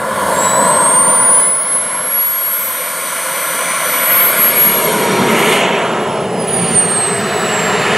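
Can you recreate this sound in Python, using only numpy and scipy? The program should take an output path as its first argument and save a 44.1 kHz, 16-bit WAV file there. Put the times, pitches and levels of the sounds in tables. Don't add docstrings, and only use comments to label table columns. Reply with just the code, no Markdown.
import sys
import numpy as np
from scipy import signal
from scipy.io import wavfile
from scipy.ndimage import uniform_filter1d, minimum_filter1d

SR = 44100
rng = np.random.default_rng(int(sys.argv[2]) if len(sys.argv) > 2 else 0)


def put_to_file(sound):
    columns = np.atleast_2d(sound).T
    safe = np.clip(columns, -1, 1)
    whole_steps = np.round(safe * 32767)
    wavfile.write(sys.argv[1], SR, whole_steps.astype(np.int16))


N = 351477
FRAME, HOP = 2048, 256

# (time [s], aspect [0 nose, 1 flank, 2 tail; held at 2 beyond])
ASPECT = [(0, 0.042), (4.1, 0), (4.5, 0.11), (4.85, 0.78), (5.15, 0.91), (5.6, 0.95), (6.1, 1.7),
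          (6.6, 1.84), (7.3, 2.16), (7.97, 1.95)]


def gain_of(db):
    return 10 ** (np.asarray(db) / 20)


def follow(rows, t):
    times, *columns = np.transpose(rows)
    return np.array([np.interp(t, times, column) for column in columns])


def read(rows, hz):
    row_hz, *columns = np.transpose(rows)
    return np.array([np.interp(np.log(hz + 1), np.log(row_hz + 1), column) for column in columns])


def bump(x, centre, width):
    return .5 ** ((2 * (x - centre) / width) ** 2)


def wander(rate_hz):
    step = 32
    real, imaginary = rng.standard_normal((2, N // step + 2))
    hz = np.fft.fftfreq(len(real), step / SR)
    slow = np.fft.ifft((real + 1j * imaginary) / (1 + (hz / rate_hz) ** 2))
    slow = slow / np.sqrt(np.mean(abs(slow) ** 2))
    return np.interp(np.linspace(0, len(slow) - 1, N), np.arange(len(slow)), slow)


def shaft_speed(t):
    # (time [s], shaft speed before waver [turns/s])
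    shaft = [(0.0, 624.4), (0.08, 623.1), (1.49, 842.3), (2.09, 937.8), (2.35, 957.2), (2.44, 963.2),
             (3.7, 994.9), (3.8, 994.3), (4.01, 984.0), (4.89, 959.9), (5.25, 953.4), (5.8, 936.4),
             (5.92, 923.5), (6.08, 902.5), (6.58, 788.5), (7.08, 688.6), (7.39, 652.7), (7.97, 606.9)]
    knots, knot_hz = np.transpose(shaft)

    def terms(at):
        return np.c_[abs(at[:, None] - knots) ** 3, at, np.ones(len(at))]

    ends = np.c_[[knots, np.ones(len(knots))], np.zeros((2, 2))]
    weights = np.linalg.solve(np.r_[terms(knots), ends], np.r_[knot_hz, 0, 0])
    grid = np.linspace(0, N / SR, N // HOP)
    return np.interp(t, grid, terms(grid) @ weights)


def spool(t):
    hz = shaft_speed(t)
    return (hz - hz.min()) / np.ptp(hz)


def whistle_level(t, hz, ahead):
    # (time [s], level [dB])
    whistle_base = [(0.0, -23), (1.37, -8.5), (1.65, -18), (1.91, -20.5), (2.54, -16.0), (2.96, -29),
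                    (3.78, -35), (3.9, -20), (4.69, -11.8), (5.11, -33.7), (5.53, -28), (5.64, -48),
                    (6.3, -40), (6.54, -21.5), (7.06, -15.5), (7.29, -32.5), (7.65, -18.5), (7.97, -31)]
    # (time [s], length [s], lift [dB])
    flares = [(0.967, 0.11, 3.5), (1.76, .1, 6), (2.202, .17, 5.5), (3.46, .25, 7.5), (4.16, 0.14, 8),
              (6.784, 0.074, 11.5)]
    flare_db = sum(lift_db * bump(t, s, length) for s, length, lift_db in flares)

    cut_on_hz, cut_on_width_hz = 7610, 23
    choke_ahead_db, choke_behind_db = -26, -7
    choke_db = choke_behind_db + (choke_ahead_db - choke_behind_db) * ahead
    choked = .5 - .5 * np.tanh(.5 * (hz - cut_on_hz) / cut_on_width_hz)

    pass_s, pass_length_s = 4.47, 0.45
    throb_peak_s, throb_period_s, throb_depth = 4.63, 0.188, 0.78
    far_intake = throb_depth * bump(t, pass_s, pass_length_s)
    throb = abs(1 + far_intake * np.exp(2j * np.pi * (t - throb_peak_s) / throb_period_s))
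    return follow(whistle_base, t)[0] + choke_db * choked + flare_db + 20 * np.log10(throb)


def rotor():
    # (time [s], scattered share [0-1])
    scatter_curve = [(0, 0.02), (4.3, .004), (4.7, 0.02), (4.95, 0.6), (5.3, 0.7), (6.3, 0.5), (6.6, 0.42),
                     (6.8, 0.07), (7.97, 0.02)]
    # (time [s], level [dB])
    unbalance = [(0, -52), (4.2, -46), (4.6, -27.5), (5.1, -25), (5.5, -29), (6.3, -33), (6.8, -33),
                 (7.1, -35), (7.35, -25), (7.97, -29)]
    # (multiple of the shaft, level at idle [dB], level at full speed [dB])
    orders = [(13, -48, -63), (14, -40, -68), (15, -49, -72)]
    # (time [s], level [dB])
    half_tone = [(0.0, -51), (0.32, -49.2), (0.46, -33), (0.95, -45.4), (2.03, -47.5), (3.9, -31),
                 (4.33, -55), (5.09, -34), (5.94, -52), (7.04, -35.1), (7.21, -52), (7.31, -34),
                 (7.97, -54.1)]
    # (frequency [Hz], level from ahead [dB], level from behind [dB])
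    fifth_tone = [(11200, -43, -43), (12300, -44, -45), (13300, -35, -47), (14800, -39, -50),
                  (15700, -43, -66)]
    blades = 12
    waver_hz, waver_rate_hz = 0.29, 14
    flutter_hz, skirt_hz, skirt_db = 30, 220, -31
    fading, low_fading = 0.06, 0.045

    t = np.arange(N) / SR
    shaft_hz = shaft_speed(t) + waver_hz * wander(waver_rate_hz).real
    angle = 2 * np.pi * np.cumsum(shaft_hz) / SR
    scatter, speed = follow(scatter_curve, t)[0], spool(t)
    weak_share = scatter + fading
    ahead = np.clip(1 - follow(ASPECT, t)[0], 0, 1)

    def tone(order, db, share):
        scattered = np.sqrt(share) * wander(flutter_hz)
        air = np.sqrt(1 - share) + scattered + gain_of(skirt_db) * wander(skirt_hz)
        wave = (air * np.exp(1j * order * angle)).real
        return np.sqrt(2) * gain_of(db) * wave * (order * shaft_hz < SR / 2)

    whistle = tone(blades, whistle_level(t, blades * shaft_hz, ahead), scatter)
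    whistle = whistle + tone(2 * blades, -48, weak_share)

    fifth = blades + blades / 2
    front_db, back_db = read(fifth_tone, fifth * shaft_hz)
    splitter = tone(blades / 2, follow(half_tone, t)[0], weak_share)
    splitter = splitter + tone(fifth, back_db + (front_db - back_db) * ahead, weak_share)

    buzz = sum(tone(round(order), idle_db + (full_db - idle_db) * speed, weak_share)
               for order, idle_db, full_db in orders)
    shake = tone(0.99, follow(unbalance, t)[0], low_fading)
    return whistle + splitter + ahead * buzz + shake


def gas_colour(t, hz):
    # (frequency [Hz], nose [dB], flank [dB], tail [dB])
    colour = [(25, -42, -42, -38), (51, -42, -49, -49), (102, -17.5, -14.5, -5), (161, -4.5, -0.5, 2.5),
              (311, -7.5, 0, -13.5), (570, -7.5, 7.5, -7), (1190, -2.5, -4, -10), (2400, -3, -5.5, -13),
              (3270, -11, -6.5, -15), (4920, -17.5, -23, -22), (7070, -16.5, -10.5, -22.5),
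              (10500, -10, -20, -22), (12300, -11, -46, -43), (15600, -27, -46, -52)]
    # (frequency [Hz], width [Hz], lift or dip [dB])
    duct_modes = [(191, 56, 6), (277, 82, 4.5), (519, 95, 13.5), (634.5, 151, 13.5), (796, 52, -5),
                  (1026, 235, 12), (1278, 91, -5.5), (1400, 197, 9), (1692, 140, 6), (2046, 210, 6.5),
                  (2266, 180, 3), (2520, 120, 0), (2870, 110, 3), (3300, 560, 8), (3860, 230, 4),
                  (6500, 500, 4)]
    # (frequency [Hz], width [Hz], lift from the flank [dB], lift from the tail [dB])
    tailpipe = [(208.5, 67, 9.5, 8), (408, 120, 9, 13), (643, 85, 4, -5), (722, 80, 1.5, 8),
                (1007, 116, 6.5, 3), (1310, 130, 4.5, 3), (1530, 76, -3.5, -3), (1817, 240, -0.5, 4.5),
                (2210, 300, 2.5, -1.5), (2800, 520, 0.5, -2), (3300, 330, 0, -8.5), (3900, 400, 0.5, -0.5)]
    # (frequency [Hz], width [Hz], lift at idle [dB], lift at full speed [dB])
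    suction_band = (8980, 2740, 9.9, 17)
    # (frequency at idle [Hz], frequency at full speed [Hz], width [Hz], lift [dB])
    whoosh_band = (1690, 2350, 250, 4.6)
    # (time [s], lift [dB])
    boom = [(0, 2), (.3, 10), (.8, 14), (1.35, 11.5), (1.55, 4), (2.2, 0.5), (7.97, -20)]
    # (frequency [Hz], width [Hz], share of the boom's lift)
    burner_modes = [(610, 450, 0.42), (989, 306, 0.77), (1320, 110, 0.091), (1535, 380, 0.27)]
    # (time [s], frequency [Hz], lift or dip [dB])
    jet_peak = [(5.2, 2500, -21), (5.55, 2960, -3.5), (5.72, 2750, 1), (5.85, 1280, 7), (6.3, 915, 3),
                (6.6, 750, -2), (7.0, 750, -3)]
    jet_width = 0.89

    speed = spool(t)
    nose, flank, tail = read(colour, hz)
    duct = sum(lift_db * bump(hz, f, width) for f, width, lift_db in duct_modes)
    burner = sum(share * bump(hz, f, width) for f, width, share in burner_modes)
    pipe_flank, pipe_tail = sum(np.outer(dbs, bump(hz, f, width)) for f, width, *dbs in tailpipe)

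    suction_hz, suction_width, idle_db, full_db = suction_band
    suction = np.outer(idle_db + (full_db - idle_db) * speed, bump(hz, suction_hz, suction_width))
    idle_hz, full_hz, whoosh_width, whoosh_db = whoosh_band
    whoosh = whoosh_db * bump(hz, idle_hz + (full_hz - idle_hz) * speed[:, None], whoosh_width)

    from_nose = nose + duct + suction + whoosh + np.outer(follow(boom, t)[0], burner)
    views = [from_nose, flank + pipe_flank, tail + pipe_tail]
    aspect = np.clip(follow(ASPECT, t)[0], 0, 2)[:, None]
    power = sum(np.maximum(1 - abs(aspect - k), 0) * gain_of(view) ** 2 for k, view in enumerate(views))
    jet_hz, jet_db = follow(jet_peak, t)[:, :, None]
    return 10 * np.log10(power) + jet_db * bump(hz, jet_hz, jet_width * jet_hz)


def ripple(t, hz):
    # (time [s], comb spacing [Hz], strength [0-1])
    bounce = [(4.25, 610, 0.03), (4.65, 587, 0.23), (4.8, 580, 0.45), (5.0, 476, 0.22), (5.3, 436, 0),
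              (5.6, 430, 0.03)]
    modes_db, modes_from_hz = 2.17, 1800
    spacing_hz, strength = follow(bounce, t)[:, :, None]
    comb = abs(1 + strength * np.exp(2j * np.pi * hz / spacing_hz))
    modes = uniform_filter1d(rng.standard_normal(len(hz)), size=6)
    return 20 * np.log10(comb) + modes_db * modes / modes.std() * (hz > modes_from_hz)


def gas():
    # (time [s], rumble of large eddies [dB], combustion roar [dB],
    # jet mixing rush [dB], fine hiss [dB])
    gas_levels = [(0.0, -31, -20.5, -26.4, -34), (0.3, -28.6, -14, -22, -25.0),
                  (0.68, -25, -11.5, -20.5, -25), (1.01, -27.5, -15.0, -23.5, -28.5),
                  (1.39, -31, -17.5, -24.5, -26.0), (1.51, -37, -25, -29.5, -31.5),
                  (2.03, -36.5, -24.5, -26, -29), (2.27, -45.5, -29.5, -29, -25),
                  (4.21, -33, -19.5, -17.5, -20), (4.69, -27, -21, -20, -20),
                  (4.83, -26.5, -16, -21.5, -21.1), (5.25, -16.5, -15.5, -18.5, -28),
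                  (5.53, -21, -13.5, -13.5, -21.5), (5.7, -25, -15.5, -18, -34.5),
                  (6.32, -24.5, -19.1, -31, -40.5), (6.76, -20, -20.5, -23.5, -30),
                  (6.86, -25, -20.5, -25, -33.5), (7.97, -23, -16.5, -16.5, -28.5)]
    edges = np.array([70, 320, 1250, 4000, 15000])
    patchy_db = 1.0

    t, hz = np.arange(N // HOP + 2) * HOP / SR, np.fft.rfftfreq(FRAME, 1 / SR)
    real, imaginary, patches = rng.standard_normal((3, len(t), len(hz)))
    patches = uniform_filter1d(uniform_filter1d(patches, size=12, axis=0), size=24, axis=1)
    size = gain_of(gas_colour(t, hz) + ripple(t, hz) + patchy_db * patches / patches.std())

    low, high = edges[:-1], edges[1:]
    inside = (hz[:, None] >= low) & (hz[:, None] < high)
    blend = read(np.c_[np.sqrt(low * high), np.eye(len(low))], hz)
    target_db = follow(gas_levels, t).T
    for _ in range(len(low)):
        band_db = 10 * np.log10(size ** 2 @ inside)
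        size = size * gain_of((target_db - band_db) @ blend)

    spectrum = ((real + 1j * imaginary) * size).T
    sound = signal.istft(spectrum, nperseg=FRAME, noverlap=FRAME - HOP)[1][:N]
    return np.sqrt(3 * FRAME / HOP / 8) * sound


def hum(hz=88, width_hz=7):
    # (time [s], level [dB])
    hum_level = [(0, -44), (.45, -43), (.7, -41), (2, -66), (3.3, -67), (4.5, -72)]
    t = np.arange(N) / SR
    wave = (wander(width_hz) * np.exp(2j * np.pi * hz * t)).real
    return np.sqrt(2) * gain_of(follow(hum_level, t)[0]) * wave


def microphones(sound):
    # (time [s], multiple of the side lead [negative right, positive left])
    bearing = [(0, 0.0011), (1, 0.086), (4.1, 0.053), (4.6, 0.03), (5.1, -0.29), (5.5, -1.1), (5.9, -2.1),
               (6.4, -1.74), (7, -1.16), (7.97, -1)]
    # (frequency [Hz], level [dB], phase [rad])
    port_lead = [(247, 0, 0.0069), (700, 0, 0.088), (1300, 0, 0.13), (2400, 1, 0.12), (3800, 0.2, 0.19),
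                 (5200, 3, 0.41), (7550, 2.5, 0.19), (11300, 3.5, 1), (15000, 1, 0.98)]
    hz, t, spectrum = signal.stft(sound, SR, nperseg=FRAME)
    lead_db, lead_angle = read(port_lead, hz)[:, :, None] * follow(bearing, t)[0]
    half = gain_of(lead_db / 2) * np.exp(.5j * lead_angle)
    pair = np.array([half, 1 / half]) * 2 / abs(half + 1 / half)
    return signal.istft(pair * spectrum, nperseg=FRAME)[1][:, :N]


def scene():
    return microphones(rotor() + gas() + hum())


def record(dry):
    ceiling, span, edge_hz = .93, 129, 15720
    allowed = 1 / np.maximum(abs(dry).max(0) / ceiling, 1)
    gain = uniform_filter1d(minimum_filter1d(allowed, size=span), size=span)
    low_pass = signal.firwin(801, edge_hz, window=("kaiser", 9), fs=SR)
    return signal.oaconvolve(dry * gain, low_pass[None], "same")


dry = scene()
out = record(dry)
put_to_file(out)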